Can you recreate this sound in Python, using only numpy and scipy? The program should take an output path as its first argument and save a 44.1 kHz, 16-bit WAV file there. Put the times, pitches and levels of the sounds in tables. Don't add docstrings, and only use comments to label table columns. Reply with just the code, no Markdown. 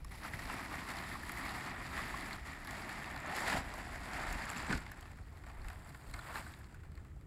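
import sys
import numpy as np
from scipy import signal
from scipy.fft import rfft, irfft, next_fast_len
from scipy.io import wavfile
from scipy.ndimage import uniform_filter1d, map_coordinates

SR = 44100
rng = np.random.default_rng(int(sys.argv[2]) if len(sys.argv) > 2 else 0)


def magnitude_from_level(level_db):
    exponent = np.asarray(level_db, float) / 20
    return 10 ** exponent


def unload_wav(signal):
    wavfile.write(
        sys.argv[1],
        SR,
        np.round(np.clip(np.atleast_2d(signal).T, -1, 1) * 32767).astype(np.int16),
    )


N = 320459

# (time [s], crease level [dB])
PULL = [(.09, -66), (.2, -57), (.42, -48), (1.3, -48.5), (1.6, -45.5), (2.27, -46.5), (2.43, -54),
        (2.66, -52), (2.72, -47), (3.2, -47.5), (3.95, -49), (4.3, -45), (4.68, -44.5), (4.8, -52.5),
        (5.26, -64), (6, -60.5), (6.5, -57.5), (7.27, -73.5)]
# (peak time [s], level [dB], rise [s], fall [s])
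TUGS = [(.115, 12, 0.01, 0.069), (.255, 11, 0.054, 0.054), (.34, 6, 0.0088, 0.022), (.385, -3, .03, 0.0079),
        (.5, 5, 0.006, 0.09), (.58, 3, 0.022, 0.059), (.73, 4, 0.024, 0.1), (.89, 4, 0.016, 0.23),
        (1.23, -3.5, 0.079, 0.058), (1.38, 3, 0.012, 0.24), (1.88, -3, 0.2, 0.084), (2.0, 6, 0.086, 0.055),
        (2.33, 3, 0.038, 0.043), (2.47, 5, 0.03, 0.15), (3.27, 3, 0.038, 0.087), (3.38, 6, 0.16, 0.09),
        (3.48, 3, 0.03, 0.034), (3.575, 3, 0.022, .015), (3.535, 12.5, 0.18, 0.1),
        (3.79, 2.5, 0.049, 0.046), (4.17, 4.5, 0.11, 0.26), (4.71, 6, 0.041, 0.08),
        (4.918, 6, 0.0024, 0.0092), (4.905, -2.5, 0.023, 0.0057), (5.467, 5, 0.049, 0.075),
        (5.458, -2.5, 0.017, 0.0062), (5.7, 5.5, 0.34, 0.26), (6.15, 7, 0.037, 0.19),
        (6.29, 5, 0.076, 0.051), (6.36, 11.5, 0.1, 0.11), (6.33, 3.5, 0.032, 0.026),
        (6.385, 5, 0.042, 0.038), (6.47, 2, 0.045, 0.044), (6.79, -5.5, 0.27, 0.23),
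        (6.75, 4.5, 0.058, 0.063), (6.85, 3.5, 0.04, 0.024), (6.975, 2, 0.077, 0.052)]
# (peak time [s], level [dB], rise [s], fall [s])
SLIDES = [(.08, 5.5, .03, 0.098), (.19, 5.5, 0.083, 0.049), (.25, 2.5, .03, 0.043), (.34, 1, .02, 0.051),
          (.68, -1.5, 0.045, .05), (1.76, -5, 0.12, 0.093), (2.45, 2, 0.052, 0.091),
          (2.88, -2, 0.031, 0.039), (3.26, -4.5, 0.27, 0.056), (3.37, 6, 0.063, 0.12),
          (3.5, 7.5, 0.08, 0.14), (4.6, 1, 0.053, 0.087), (4.75, 7, 0.053, 0.052), (4.88, 2, 0.052, 0.024),
          (5.57, -4, 0.051, 0.046), (6.28, 0.5, 0.057, 0.051), (6.37, 3, 0.043, 0.045),
          (6.45, 3, 0.082, 0.049), (6.9, -4, 0.084, 0.035)]
# (time [s], finest creases facing the microphone [dB], large loose panels [dB],
# taut ridge [dB])
FACING = [(0, 8, 1, 2), (.7, 2, -3, 0), (1.3, 4, -4, 0.5), (1.7, -0.5, -3, 0.5), (2.2, 0.8, 0, 4),
          (3, -1, 0, 2), (3.5, -2, 3, 2), (3.9, -0.5, 2.5, 0.5), (4.2, -1.5, 1.5, 0), (4.6, -4, -4, -2),
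          (4.9, -3, 0.5, .1), (5.3, 1.5, 1, -2), (6, 4, 1.5, -2.5), (6.4, 3, -4, -5.5),
          (6.8, -3.5, 4.5, 1.5), (7.27, -3, 6, -1)]
# (centre [Hz], t60 [s], scatter of its own size [dB], trim [dB])
CREASE_SIZES = [
    (273.3, 0.044, 4.5, 0),
    (713, 0.033, 8, 1),
    (1150, 0.0064, 3, -1),
    (1906, 0.035, 6, 0.5),
    (4150, 0.0092, 3.5, 0),
    (7590, 0.029, 4, 2),
    (10730, 0.02, 6, 0),
]
# (level [dB], share of a tug missed [0-1], share of facing, share of looseness, share of sliding)
DRUM = (-7, 0.65, 0.19, 0, 0.42)
CRISP = (-11.5, 0.42, 0.24, -0.35, 1.38)
FIZZ = (-13, 0.45, .5, 0.07, 1.14)
# (frequency [Hz], density [dB per Hz])
SHEET = [(76, -33), (130, -1.5), (266, -1), (470, -11.5), (696, -4), (797, -4), (1450, -3), (1770, -2),
         (2140, -4.5), (2920, -13), (3300, -48), (4290, -47), (7260, -120)]
# (frequency [Hz], density [dB per Hz])
BRIGHT = [(1590, -30), (2700, 5), (3130, -5), (4750, -1.5), (6080, -13.5), (7430, -5.5), (9090, -12.5),
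          (10900, -6.5), (12100, -13), (13300, -16), (15200, -18.5), (16000, -30)]
# (time [s], peak [dB],
# panel body re peak [dB], thin tick re peak [dB])
SHAKEN = [(0.0456, -44.5, 2, -5), (0.393, -41.5, 9, -5), (.4539, -33, -17, -23), (0.4965, -36, -3, -15),
          (0.9017, -36, -12, -24), (0.985, -30, -13, -31), (1.293, -42.5, 13, -2), (1.318, -42, -14, 2),
          (1.491, -35, 0, -15), (2.208, -31, -5, -20), (2.329, -33, -14, -15), (2.647, -50, 9, 2),
          (2.6721, -33.5, 2, -15), (2.7082, -32.5, -2, -11), (2.892, -36, 6.5, -10), (3.042, -32, -7, -25),
          (3.161, -36, 3, -12), (3.364, -33, 5, -7), (3.4971, -27, 1, -22), (3.738, -34, -10, -13),
          (4.133, -31, -9, -18), (4.326, -34, -15.5, -3), (4.492, -37, -16, -8), (4.4999, -38, -12, -3),
          (4.512, -44, -11, 0), (4.565, -33, 0, -14), (4.6659, -34, 0, -16), (4.702, -33, 6, -21),
          (4.7255, -22, 0, -19), (4.775, -35, 1, -10)]
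PEGGED = [(4.863, -39.5, 2, -19.5), (4.9158, -45.5, -7, 0), (5.008, -49.5, -8, 1), (5.0258, -43, 0, -14),
          (5.0943, -56, -5, -7), (5.1147, -51.5, 5, -6), (5.3707, -51, 5, -12), (5.436, -48, 8, -20),
          (5.4652, -50, 2, -15), (5.4983, -47.5, 8, -20), (5.6173, -41, -10, -22), (5.644, -43, 4, -13),
          (5.6831, -36, -5, -12), (5.6998, -38.5, 3.5, -14), (5.891, -45, -14, -9), (5.9454, -43, 3, -12),
          (6.02, -51, 0, -13), (6.0965, -43, -8.5, -15), (6.111, -46, -10, -9), (6.1389, -40, 4, -7),
          (6.1909, -42, 5, -12), (6.23, -47, 4, -14), (6.3512, -42, 0, -6), (6.519, -47, -9, -12),
          (6.537, -39, -6, -22), (6.5895, -53, -4, -13), (6.6422, -41.5, -10, -26), (6.7436, -49, 0, -10),
          (6.9523, -49, -13.5, -11), (7.047, -54.5, 5.5, -10)]
FURTHER_SNAPS = [(0.11, -52, 1, -8), (0.335, -41, 6, -15), (1.373, -45, -8, 1), (2.141, -40.5, 8, -16),
                 (4.421, -37, -8, -16), (4.545, -46, -10, -16), (4.58, -30, -6, -14), (4.63, -42, -6, -15),
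                 (4.75, -34.5, 4, -18), (5.0539, -48, 2, -15), (6.0648, -53, 0, -14), (6.834, -55, 6, -10),
                 (6.917, -54, 3, -10), (6.975, -48.5, 3.5, -16), (7.21, -54, -3, -10), (2.927, -39, -4, -10),
                 (3.059, -42, -8, -10), (3.2004, -43, -6, -4), (3.2606, -40, 4, -8), (4.453, -41, -8, -4),
                 (4.5205, -48, -8, -6)]
# (time [s], peak [dB], pitch [Hz])
KNOCKS = [(.108, -45, 2060), (.249, -27, 1350), (.336, -30.5, 2000), (.392, -30, 1850), (.4985, -28, 1320),
          (.717, -33, 1250), (.4985, -35, 1004), (1.116, -30, 1960), (1.154, -34, 1150), (1.234, -30, 1690),
          (1.373, -31, 2070), (1.989, -33, 1210), (4.732, -20, 1550), (2.244, -33, 1870),
          (2.454, -46, 1793), (3.739, -34, 1150), (3.759, -35, 1994), (4.467, -30, 1634),
          (4.701, -32, 1750), (4.709, -24, 1760), (4.721, -24, 1643), (4.728, -30, 1600),
          (4.917, -31.5, 1720), (6.14, -34, 2180), (6.191, -30.5, 1380), (6.357, -25, 1680),
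          (6.465, -33.5, 1512), (6.744, -44, 1460), (6.834, -46, 1455), (6.975, -48, 1796)]
# (time [s], peak [dB], pitch [Hz])
BOOMS = [(3.279, -39, 660), (3.307, -37, 713), (3.332, -35, 788), (3.412, -35, 639), (3.476, -30, 1696),
         (3.482, -26.5, 694), (3.521, -26, 1800), (3.522, -34, 760), (3.535, -36, 696), (3.553, -27, 670),
         (3.568, -29, 735), (3.573, -31, 1640), (3.444, -29, 1890), (2.141, -30.5, 1094)]
# (time [s], peak [dB], pitch [Hz], ring [cycles])
WHUMPS = [
    (3.545, -32, 255, 5),
    (3.581, -41, 62, 6),
    (4.7025, -30, 235, 7),
    (4.72, -36, 290, 7),
    (4.709, -38, 400, 8),
    (4.745, -36, 58, 6),
    (6.144, -42, 72, 5),
    (6.194, -43, 90, 3),
    (.339, -40, 90, 4),
]
# (time [s], peak [dB], pitch [Hz])
FLICKS = [(0.0064, -58, 11100), (0.0458, -44, 5300), (0.2488, -45, 10800), (0.3915, -42, 5640),
          (1.2923, -33, 9830), (1.641, -38, 7570), (1.9589, -44, 7300), (2.209, -35, 8870),
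          (2.5207, -40, 7340), (2.672, -34, 11000), (2.7096, -39, 7670), (2.823, -46, 7400),
          (2.8584, -44, 7310), (2.8913, -37, 11360), (2.9572, -51, 7380), (3.3513, -34, 7070),
          (3.4043, -32, 7450), (4.1023, -51, 5580), (4.115, -44, 5520), (4.3031, -35, 7660),
          (4.3266, -34, 7500), (4.4533, -40, 7120), (4.501, -27, 7500), (4.5136, -40, 7900),
          (4.574, -28, 7380), (4.581, -34, 7590), (4.6137, -45, 7720), (4.6259, -34, 7400),
          (4.6794, -35, 8110), (4.7255, -30, 8030), (4.8053, -41, 7780), (4.8363, -53, 7400),
          (4.9024, -58, 5370), (4.9157, -43, 10950), (4.9938, -57, 7570), (5.228, -61, 7380),
          (5.391, -53, 7560), (5.4873, -52, 7050), (5.5992, -56, 7440), (5.7563, -55, 5250),
          (5.8092, -55, 7540), (5.8474, -46, 7750), (6.0348, -51, 7150), (6.096, -51, 7340),
          (6.1384, -41, 8100), (6.1617, -51, 7930), (6.1898, -51, 8070), (6.2114, -48, 7520),
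          (6.2811, -49, 7460), (6.3024, -50, 8400), (6.4074, -44, 7630), (6.4793, -45, 8190),
          (6.4971, -54, 8680), (6.5196, -51, 5420), (6.5906, -46, 11160), (5.466, -47, 7500)]
# (time [s], peak [dB], pitch [Hz])
DENTS = [(0.4539, -49, 2660), (0.9018, -42, 4500), (0.985, -39, 2680), (2.33, -35.5, 4330),
         (2.824, -41, 4800), (3.043, -39, 2700), (4.4923, -36, 2748), (4.564, -35, 2580),
         (4.8635, -53, 4766), (5.026, -48, 3093), (5.0544, -51, 2690), (5.1158, -58, 2653),
         (5.227, -58, 4284), (5.37, -58, 4160), (5.437, -59, 2600), (5.4959, -56, 3050),
         (5.6173, -50, 4400), (5.683, -47, 2606), (5.7562, -60, 2570), (5.891, -50, 4520),
         (6.0654, -56, 4466), (6.096, -54, 3560), (6.112, -50, 3890), (6.1384, -38.5, 4270),
         (6.19, -44, 4060), (6.2101, -47, 3507), (6.3063, -49, 2627), (6.3562, -38, 4150),
         (6.3742, -40, 2636), (6.4074, -48, 4360), (6.5385, -51, 3880), (6.6421, -64, 2668),
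         (6.9533, -54, 4360)]
SPECK_HZ = [3300, 4360, 4800, 7400, 8300, 10800]
# (frequency [Hz], change of colour [dB])
FOLDED = [(1200, 1.5), (1600, -3.5), (2000, 1.5), (4700, -0.5), (5700, 4), (7000, -0.5)]
LIFTED = [(250, 1), (360, 1.5), (480, -2), (700, 3), (1300, 2), (1550, -3.5), (1900, 2.5), (2300, -1),
          (2800, -1), (3300, 0.5)]
LOWERED = [(5000, 0.5), (6100, -1), (7300, 4), (8700, 6.5), (10000, 3), (11000, -1.5), (12200, 2),
           (13300, 7), (15500, 3)]
# (time [s], folded [0-1], lifted [0-1], lowered [0-1])
POSTURE = [(0, 1, 0.1, 0), (.6, 0.7, 0.25, 0.2), (1.2, 0.22, 1, 0.1), (2, 0, 0.86, 0.01),
           (3.1, 0.1, 0.92, 0), (3.5, 0.02, 0.19, 0), (4.8, 0.06, 0, 0.13), (5.6, 0, 0.38, 0.36),
           (6.1, 0, 0, 1), (6.5, 0, 0, 0.88), (7.27, 0, 0, 0.54)]
# (peak time [s], level [dB], rise [s], fall [s])
GUSTS = [(.05, 9, 0.2, 0.14), (.34, 3, 0.066, 0.22), (2.2, 2.5, 1.8, 0.037), (3.58, 7, 0.29, 0.23),
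         (4.31, 12.5, 0.83, 0.17), (4.74, 13, 0.19, 0.13), (5.14, 4, 0.2, 0.091), (5.36, -3, 0.23, 0.095),
         (5.63, 13, 0.12, 0.18), (5.97, -8, 0.11, 0.12), (6.17, 8, 0.17, 0.096)]
# (peak time [s], level [dB], rise [s], fall [s])
TRAFFIC = [
    (5.65, 0.5, 0.57, 0.38),
    (6.9, 1.5, 0.43, 0.52),
]
# (frequency [Hz], density [dB per Hz])
BUFFET = [(11, -51), (18, -5.5), (38, 2.5), (65, 0.5), (84, -29), (140, -120)]
RUMBLE = [(32, -29), (55, -3), (81, -1), (107, -7.5), (133, -7), (178, -20), (200, -14), (260, -28),
          (440, -120)]
WOOD = [(88, -27), (150, -3), (190, -16), (315, -12), (524, -21.5), (837, -35.5), (1290, -24.5),
        (1720, -35), (2920, -39.5), (6020, -51), (7470, -42), (13700, -68), (16000, -51)]

BRIGHT_DB = -10
FLAP_DB, FLAP_RISE_S, FLAP_FALL_S = 40.5, 0.027, 0.098
STRAYS_PER_S, STRAY_DB, STRAY_SCATTER_DB, STRAY_COLOUR_DB = 30, 3, 3.5, 5
SPECKS_PER_S, SPECK_DB, SPECK_SCATTER_DB = 60, -3, 1
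TICK_TILT_DB, TICK_LEAN, TICK_USUAL_DB = 1.5, .25, -4
BUFFET_DB, RUMBLE_DB, WOOD_DB = -57, -54, -63
RUMBLE_SHARE = 0.16
TOP_HZ = 15830


def creases(rate, thinning, spread_db, biggest_db, clump_db, hiss_db):
    crease_db, drum_db, crisp_db, fizz_db = handling()
    busy = np.clip(magnitude_from_level(thinning * (crease_db + 47)), .05, 3)
    draws = rng.random((30000, 2))
    own = np.clip(rng.standard_normal((len(draws), len(CREASE_SIZES))), -2, 2)
    expected = np.cumsum(rate * busy / SR)
    at = np.searchsorted(expected, np.cumsum(-np.log(draws[:, 0])))
    live = at < N
    size_db = biggest_db * np.tanh(-spread_db * np.log(draws[:, 1]) / biggest_db)
    gaps = 1 + 2.0 * np.clip(1 - busy, 0, 1)
    clumps = clump_db * (wobble(23) + wobble(45)) * gaps

    layers = []
    for k, (hz, t60, own_db, trim_db) in enumerate(CREASE_SIZES):
        sharp = np.clip(np.log(hz / 150) / 4, 0, 1)
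        event_db = sharp * size_db + own_db * own[:, k]
        power = np.bincount(at[live], magnitude_from_level(2 * event_db)[live], N)
        swell = dying(power, t60 / 2) / busy
        swell = np.sqrt(swell / swell.mean() + magnitude_from_level(2 * hiss_db))
        swell = swell * magnitude_from_level(sharp * clumps + 0.59 * wobble(30))
        bursts = steady(swell, 0.16) * rng.standard_normal(N)
        layers.append(magnitude_from_level(trim_db) * coloured(bursts, slice_db(k)))

    finest_db, loose_db, taut_db = curves(FACING)
    layers[1] = layers[1] * magnitude_from_level(loose_db)
    layers[3] = layers[3] * magnitude_from_level(taut_db)
    layers[6] = layers[6] * magnitude_from_level(finest_db)
    drum = steady(layers[0], .3)
    body = steady(sum(layers[1:4]), .3)
    crisp = steady(layers[4], .3)
    fizz = steady(sum(layers[5:7]), .3)
    mix = body + magnitude_from_level(drum_db) * drum + magnitude_from_level(crisp_db - 1.1) * crisp + magnitude_from_level(fizz_db - 0.74) * fizz
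    return magnitude_from_level(crease_db - 0.65) * mix


def handling():
    pull_db, = curves(PULL)
    tug_db = swells(TUGS)
    slide_db = swells(SLIDES)
    finest_db, loose_db, _ = curves(FACING)
    flaps = [(s, max(db + FLAP_DB, 0), FLAP_RISE_S, FLAP_FALL_S) for s, db, *_ in WHUMPS]

    def relative(db, missed, facing, loose, slide):
        return db - missed * tug_db + facing * finest_db + loose * loose_db + slide * slide_db

    drum_db = relative(*DRUM) + 0.85 * swells(flaps)
    return pull_db + tug_db, drum_db, relative(*CRISP), relative(*FIZZ)


def slice_db(*sizes):
    centres = [row[0] for row in CREASE_SIZES]
    chosen = np.isin(np.arange(len(centres)), sizes) * 1.

    def gain_db(hz):
        whole = np.where(hz < 3000, along(SHEET, hz), along(BRIGHT, hz) + BRIGHT_DB)
        return whole + 10 * np.log10(along(list(zip(centres, chosen)), hz) + 1e-7)

    return gain_db


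def snaps():
    s, db, body_db, thin_db = np.transpose(SHAKEN + PEGGED + FURTHER_SNAPS + strays())
    t = np.arange(SR // 50) / SR
    starts = np.round((s + 0.001029) * SR).astype(int)
    rows = (starts[:, None] + np.arange(len(t))).ravel()
    noise = np.sign(rng.standard_normal((len(s), 3, len(t))))

    def lay(part, level_db, t60, rise_s=.0001):
        shape = magnitude_from_level(level_db[:, None] - 60 * t / t60) * (1 - np.exp(-t / rise_s))
        return np.bincount(rows, (shape * noise[:, part]).ravel(), N + SR)[:N]

    tilt_db = TICK_TILT_DB * np.clip(rng.standard_normal(len(s)), -2, 2)
    tilt_db = tilt_db + TICK_LEAN * (thin_db - TICK_USUAL_DB)
    low_tick = coloured(lay(0, db + thin_db - 0.59 * tilt_db, t60=0.0061), slice_db(5))
    high_tick = coloured(lay(0, db + thin_db + tilt_db, t60=0.0061), slice_db(6))
    crack = coloured(lay(1, db, t60=0.0029), slice_db(4))
    panel = coloured(lay(2, db + body_db, t60=0.025, rise_s=0.00067), slice_db(2, 3))
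    return magnitude_from_level(26.0) * (low_tick + high_tick) + magnitude_from_level(17.0) * crack + magnitude_from_level(8.5) * panel


def strays():
    s = np.cumsum(rng.exponential(size=400)) / STRAYS_PER_S
    size, body, thin = rng.standard_normal((3, len(s)))
    crease_db = handling()[0][np.minimum(s * SR, N - 1).astype(int)]
    db = crease_db + STRAY_DB + STRAY_SCATTER_DB * np.minimum(size, 1)
    body_db = -5.5 + STRAY_COLOUR_DB * body
    thin_db = -15.0 + STRAY_COLOUR_DB * np.minimum(thin, 1)
    return np.transpose([s, db, body_db, thin_db])[s < N / SR - .03].tolist()


def rings(events, cycles, gain_db):
    out, t = np.zeros(N + SR), np.arange(SR // 12) / SR
    for (s, db, hz, *_), life in zip(events, np.broadcast_to(cycles, len(events))):
        phase = 2 * np.pi * hz * t + 0.034 * np.cumsum(rng.standard_normal(len(t)))
        rise = 1 - np.exp(-t * max(hz / 1.9, 600))
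        fall = magnitude_from_level(db + gain_db - 60 * t * hz / life)
        out[round(s * SR):][:len(t)] += fall * rise * np.sin(phase)
    return out[:N]


def specks():
    s = np.cumsum(rng.exponential(size=500)) / SPECKS_PER_S
    size, tune = rng.standard_normal((2, len(s)))
    crease_db = handling()[0][np.minimum(s * SR, N - 1).astype(int)]
    db = crease_db + SPECK_DB + SPECK_SCATTER_DB * size
    hz = rng.choice(SPECK_HZ, size=len(s)) * np.exp(.06 * tune)
    return np.transpose([s, db, hz])[s < N / SR].tolist()


def ground(x):
    shares = np.clip(curves(POSTURE), 0, 1)
    for share, change in zip(shares, (FOLDED, LIFTED, LOWERED)):
        x = x + share * (coloured(x, lambda hz: along(change, hz)) - x)
    return x


def trees(x):
    t = np.arange(SR // 5) / SR
    tail = rng.standard_normal(len(t)) * magnitude_from_level(-60 * t / 0.011)
    return signal.fftconvolve(np.pad(x, (130, 0)), tail / np.linalg.norm(tail))[:N]


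def air():
    gust_db = swells(GUSTS)
    buffet_db = BUFFET_DB + gust_db
    rumble_db = RUMBLE_DB + RUMBLE_SHARE * gust_db + swells(TRAFFIC)
    noise = rng.standard_normal((3, N + SR // 2))
    buffet = coloured(noise[0], lambda hz: along(BUFFET, hz))[-N:]
    buffet = unit(magnitude_from_level(0.54 * wobble(3.33)) * buffet)
    rumble = unit(coloured(noise[1], lambda hz: along(RUMBLE, hz))[-N:])
    wood = unit(coloured(noise[2], lambda hz: along(WOOD, hz))[-N:])
    return magnitude_from_level(buffet_db) * buffet + magnitude_from_level(rumble_db) * rumble + magnitude_from_level(WOOD_DB) * wood


def unit(x):
    return x / np.sqrt(np.mean(x ** 2) + 1e-20)


def steady(x, seconds):
    return x / np.sqrt(np.abs(uniform_filter1d(x ** 2, int(seconds * SR))) + 1e-20)


def along(points, hz):
    f, v = np.transpose(points)
    return np.interp(np.log(hz + 1), np.log(f + 1), v)


def curves(rows):
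    s, *cols = np.transpose(rows)
    return [np.interp(np.arange(N) / SR, s, c) for c in cols]


def swells(rows):
    t = np.arange(N) / SR
    return sum(np.interp(t, [s - rise, s, s + fall], [0, db, 0]) for s, db, rise, fall in rows)


def wobble(rate):
    knots = rng.standard_normal(int(N * rate / SR) + 4)
    return map_coordinates(knots, [np.arange(N) * rate / SR])


def coloured(x, db_of_hz):
    m = 2 ** 14
    gain = np.maximum(magnitude_from_level(db_of_hz(np.fft.rfftfreq(m, 1 / SR))), 1e-6)
    cep = irfft(np.log(gain), m)
    cep[1:m // 2] *= 2
    cep[m // 2 + 1:] = 0
    return signal.oaconvolve(x, irfft(np.exp(rfft(cep)), m))[:len(x)]


def dying(spikes, t60):
    return signal.lfilter([1], [1, -magnitude_from_level(-60 / (t60 * SR))], spikes)


def scene():
    single = snaps() + rings(KNOCKS + BOOMS, cycles=20.0, gain_db=1.5)
    single = single + rings(FLICKS, cycles=37, gain_db=-2.5)
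    single = single + rings(DENTS, cycles=29, gain_db=2.5)
    single = single + rings(specks(), cycles=35, gain_db=0.5)
    single = single + rings(WHUMPS, cycles=[row[3] for row in WHUMPS], gain_db=5.0)
    rustle = creases(rate=1300, thinning=.4, spread_db=5, biggest_db=8, clump_db=0.72, hiss_db=-2.5)
    tarp = rustle + single + magnitude_from_level(-9.5) * trees(single)
    return (ground(tarp) + air())[None]


def roll_off(x):
    return signal.sosfilt(signal.butter(12, 16400, fs=SR, output="sos"), x)


def record(dry):
    heard = dry + magnitude_from_level(-81.5) * rng.standard_normal(dry.shape)
    heard = heard / (1 + np.abs(heard / .07) ** 4) ** .25
    m = next_fast_len(N + SR // 10)
    passed = np.fft.rfftfreq(m, 1 / SR) < TOP_HZ
    mix = irfft(rfft(heard, m) * passed, m)[:, :N]
    return roll_off(mix)


dry = scene()
out = record(dry)
unload_wav(out)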